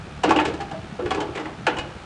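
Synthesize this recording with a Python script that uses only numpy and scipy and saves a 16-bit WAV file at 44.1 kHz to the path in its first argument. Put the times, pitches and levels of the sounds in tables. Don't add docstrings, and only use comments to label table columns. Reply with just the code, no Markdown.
import sys
import numpy as np
from scipy import signal
from scipy.fft import rfft, irfft, next_fast_len
from scipy.io import wavfile

SR = 44100
rng = np.random.default_rng(int(sys.argv[2]) if len(sys.argv) > 2 else 0)


def unload_wav(signal):
    wavfile.write(
        sys.argv[1],
        SR,
        np.round(np.clip(np.atleast_2d(signal).T, -1, 1) * 32767).astype(np.int16),
    )


N = 90404

# (time [s], rise [s], low pitch [Hz],
# high pitch [Hz], shell note [dB], bass [dB], middle [dB], treble [dB], top [dB])
BLOWS = [(0.233, 0.0053, 762, 2762, -32, -21, -18, -25, -31.5),
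         (0.274, 0.0037, 339, 1390, -17, -26.5, -35, -34.5, -55),
         (0.289, 0.0068, 403, 1495, -26, -25, -28, -28, -37.5),
         (0.306, 0.0013, 848, 1084, -26, -27, -14, -24, -34),
         (0.346, 0.004, 795, 1137, -28, -27.5, -24, -55, -79),
         (0.36, 0.0026, 778, 2730, -19.5, -24, -28.5, -25, -36),
         (0.387, 0.0013, 876, 1784, -17, -32.5, -19, -23, -46),
         (0.398, 0.0012, 907, 1705, -26.5, -44, -29.5, -27, -39.5),
         (0.45, 0.0043, 402, 2300, -29, -26.5, -30, -28.5, -35),
         (0.474, 0.011, 458.5, 2530, -36, -28.5, -39, -45, -44.5),
         (0.535, 0.0066, 419, 990, -34.5, -39.5, -39.5, -43.5, -47),
         (0.601, 0.0092, 736, 1184, -51, -38, -39.5, -36.5, -44),
         (0.711, 0.0033, 766, 1590, -40.5, -43, -33, -42, -49),
         (0.988, .007, 493, 1295, -39, -27.5, -33, -44, -60),
         (1.019, 0.0032, 357.3, 1540, -36, -27.5, -51, -49, -64),
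         (1.057, 0.0026, 427, 1470, -35, -30, -34.5, -36, -48.5),
         (1.105, 0.0022, 1131, 3330, -40, -42, -26.5, -29.5, -34),
         (1.112, 0.002, 775, 1070, -44, -30, -23.5, -32.5, -51),
         (1.143, .005, 403, 2300, -29, -29, -34, -33.5, -41),
         (1.172, 0.0063, 890, 2643, -25, -29.5, -29.5, -46, -58),
         (1.203, 0.0017, 838, 3090, -50, -30, -29.5, -33, -37.5),
         (1.221, 0.0019, 642, 1036, -41, -45.5, -35.5, -54, -57),
         (1.284, 0.003, 367, 1248, -34, -36.5, -44, -61, -71),
         (1.349, 0.0087, 387, 2270, -42, -32, -36.5, -35.5, -43.5),
         (1.371, 0.005, 423, 1980, -27, -36, -32.5, -34, -48),
         (1.395, 0.0033, 460, 2960, -29, -36.5, -38, -45.5, -47),
         (1.452, 0.0044, 320, 1993, -33, -41, -35.5, -37, -55),
         (1.666, 0.002, 880, 1465, -29, -22.5, -18, -20, -33.5),
         (1.766, 0.003, 1038, 2976, -56, -45, -32.5, -35, -42.5),
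         (1.783, 0.0035, 843, 2580, -55, -36, -32.5, -31, -37.5)]


def bucket():
    band_edges = [240, 580, 1450, 3800, 11000]
    filters = [signal.butter(3, edges, "band", fs=SR, output="sos")
               for edges in zip(band_edges, band_edges[1:])]
    out = np.zeros(N)
    for start, rise_s, low_hz, high_hz, _, *bands_db in BLOWS:
        add(out, start, blow(filters, rise_s, low_hz, high_hz, bands_db))
    return out


def blow(filters, rise_s, low_hz, high_hz, bands_db, crash_s=0.017, detune=0.0087, spread_db=4.5):
    # (frequency [Hz], relative level [dB])
    plate_tone = [(180, 4), (260, -6.5), (330, 4), (430, -6.5), (600, -1.5), (850, 2), (1050, -1),
                  (1700, -8.5), (1950, -10), (2900, -9), (3700, -19), (5500, -26.5), (7500, -27),
                  (10000, -39)]
    # (frequency [Hz], t60 [s])
    plate_decay = [(200, 0.77), (500, 0.57), (1000, 0.36), (3000, 0.27), (9000, 0.097)]
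    # (frequency [Hz], relative level [dB], t60 [s])
    bucket_modes = [(340, -19.5, 0.1), (418.7, -4, 0.21), (482.2, -9, .3), (519.8, -18.5, 0.28),
                    (758, -2, 0.097), (823, -4, 0.1), (894, -11, 0.19), (1133.5, -6.5, 0.13),
                    (1340, -12.5, .22), (1486, -17, 0.14), (1697, -6, 0.12), (2157, -11, 0.12),
                    (2485, -8.5, 0.12), (2912, -9, 0.094)]

    def favour(hz, width=0.049):
        return amp(sum(db * np.exp(-((hz / centre - 1) / width) ** 2)
                       for db, centre in [(9, low_hz), (7, high_hz)]))

    size = 2 ** 14
    t, freqs = np.arange(size) / SR, np.fft.rfftfreq(size, 1 / SR)
    attack = t < 0.025
    noise = irfft(rfft(rng.standard_normal(size)) * amp(read(plate_tone, freqs)) * favour(freqs))
    bin_hz, age, frames = signal.stft(noise, SR, nperseg=256)
    frames = frames * amp(-60 * age / read(plate_decay, bin_hz)[:, None])
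    plates = signal.istft(frames, SR, nperseg=256)[1][:size]
    plates *= 1 + np.exp(-t / crash_s)
    modes = np.zeros(size)
    for hz, db, t60 in bucket_modes:
        mode_hz = hz * (1 + detune * rng.standard_normal())
        mode_db = db + spread_db * rng.standard_normal()
        modes += favour(hz) * ring(t, mode_hz, mode_db, t60)
    spot = 2 * (ring(t, low_hz, db=-2, t60=0.18) + ring(t, high_hz, db=-12.5, t60=0.055))
    steel = plates / rms(plates[attack]) + amp(-4.5) * modes / rms(modes[attack]) + spot
    steel *= np.minimum(t / rise_s, 1)
    bands = [signal.sosfilt(sos, steel) for sos in filters]
    return sum(amp(db) * band / rms(band[attack]) for db, band in zip(bands_db, bands))


def shell(hz=306.3, rise_s=0.012, t60=0.24):
    age, power = np.arange(SR // 2) / SR, np.zeros(N)
    envelope = np.minimum(age / rise_s, 1) * decay(age, t60)
    for start, _, _, _, shell_db, *_ in BLOWS:
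        add(power, start, (amp(shell_db) * envelope) ** 2)
    return np.sqrt(2 * power) * rough_note(hz, depth=0.37, rate_hz=18)


def hollow_knocks():
    # (time [s], pitch [Hz], level [dB], rise [s], t60 [s])
    knocks = [(0.601, 797, -26, 0.0017, 0.37), (0.711, 744, -29, 0.0064, .09),
              (0.728, 646.3, -28.5, 0.0048, 0.29), (1.780, 2918, -29.5, 0.017, 0.15)]
    out, t = np.zeros(N), np.arange(N) / SR
    for start, hz, db, rise_s, t60 in knocks:
        envelope = np.minimum(t / rise_s, 1) * decay(np.maximum(t - rise_s, 0), t60)
        add(out, start, amp(db) * envelope * rough_note(hz, depth=0.27, rate_hz=70))
    return out


def clods():
    # (time [s], pitch [Hz], level [dB], length [s])
    thuds = [(0.921, 190, -28.5, 0.0125), (1.047, 94, -23, 0.021), (1.785, 82.5, -26, 0.018)]
    out = np.zeros(N)
    for start, hz, db, length in thuds:
        t = np.arange(0, length, 1 / SR)
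        push = np.sin(np.pi * t / length) ** 2
        add(out, start, amp(db) * push * np.cos(2 * np.pi * hz * (t - length / 2)))
    return out


def engine(waver=0.008, waver_db=1.5, waver_hz=12, clatter=0.19, flicker_db=2, flicker_hz=20):
    # (time [s], firing rate [Hz])
    firing_rate = [(0, 72), (0.6, 76.7), (1.0, 71.4), (1.27, 74.5), (1.55, 88.6), (1.8, 71), (2.05, 56)]
    # (multiple of the firing rate, level before load [dB])
    orders = [(.5, -58.5), (1, -48), (1.5, -52), (2, -47), (2.5, -50.5), (3, -59.5), (4, -58.5)]
    # (time [s], gain [dB])
    load = [(0, 0.5), (.5, 3), (.85, -6.5), (1.1, 2), (1.45, -13), (1.8, 2), (2.05, -9.5)]
    # (frequency [Hz], relative level [dB])
    drone_tone = [(15, -27), (40, -17.5), (75, -7.5), (130, -7), (200, -9.5), (305, -13), (440, -17.5),
                  (570, -18.5), (840, -16.5), (1010, -23.5), (1240, -18), (2030, -26), (2600, -25.5),
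                  (4500, -33.5), (7000, -40.5), (10000, -46)]
    t = np.arange(N) / SR
    firing_hz = np.interp(t, *np.transpose(firing_rate)) * (1 + waver * wander(waver_hz))
    firings = np.cumsum(firing_hz) / SR
    hum = np.zeros(N)
    for order, db in orders:
        peak = np.sqrt(2) * amp(db + waver_db * wander(waver_hz))
        hum += peak * np.sin(2 * np.pi * (order * firings + rng.random()))
    hum *= amp(np.interp(t, *np.transpose(load)))
    pulsing = 1 + clatter * np.cos(2 * np.pi * firings)
    drone = colour(rng.standard_normal(N) * pulsing, drone_tone)
    low_end = signal.sosfiltfilt(signal.butter(2, 600, fs=SR, output="sos"), drone)
    drone += low_end * (amp(flicker_db * wander(flicker_hz)) - 1)
    return hum + amp(-38.5) * drone / rms(drone)


def field_wash(sound, build_s=0.049, t60=0.57, cutoff_hz=2500):
    t = np.arange(SR) / SR
    tail = rng.standard_normal(SR) * np.minimum(t / build_s, 1) * decay(t, t60)
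    tail = signal.lfilter(*signal.butter(1, cutoff_hz, fs=SR), tail / np.linalg.norm(tail))
    return amp(-13) * signal.fftconvolve(sound, tail)[:N]


def ring(t, hz, db, t60):
    return amp(db) * decay(t, t60) * np.sin(2 * np.pi * (hz * t + rng.random()))


def rough_note(hz, depth, rate_hz):
    t = np.arange(N) / SR
    tremble = 1 + depth * wander(rate_hz)
    return tremble * np.sin(2 * np.pi * hz * t + depth * wander(rate_hz))


def wander(hz):
    size = next_fast_len(N, True)
    rolloff = 1 + (np.fft.rfftfreq(size, 1 / SR) / hz) ** 4
    drift = irfft(rfft(rng.standard_normal(size)) / rolloff, size)[:N]
    return drift / rms(drift)


def decay(t, t60):
    return np.exp(-np.log(1000) * t / t60)


def colour(x, points):
    return irfft(rfft(x) * amp(read(points, np.fft.rfftfreq(len(x), 1 / SR))), len(x))


def read(points, hz):
    freqs, values = np.transpose(points)
    return np.interp(np.log(hz + 1), np.log(freqs + 1), values)


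def add(mix, start, sound):
    part = mix[max(round(start * SR), 0):][:len(sound)]
    part += sound[:len(part)]


def amp(db):
    return 10 ** (np.asarray(db) / 20)


def rms(x):
    return np.sqrt(np.mean(x ** 2) + 1e-20)


def scene():
    steel = bucket() + shell() + hollow_knocks()
    return (steel + field_wash(steel) + clods() + engine())[None]


def record(dry):
    high_cut = signal.firwin(511, 10100, window=("kaiser", 9), fs=SR)
    return signal.oaconvolve(dry, high_cut[None], "same")


dry = scene()
out = record(dry)
unload_wav(out)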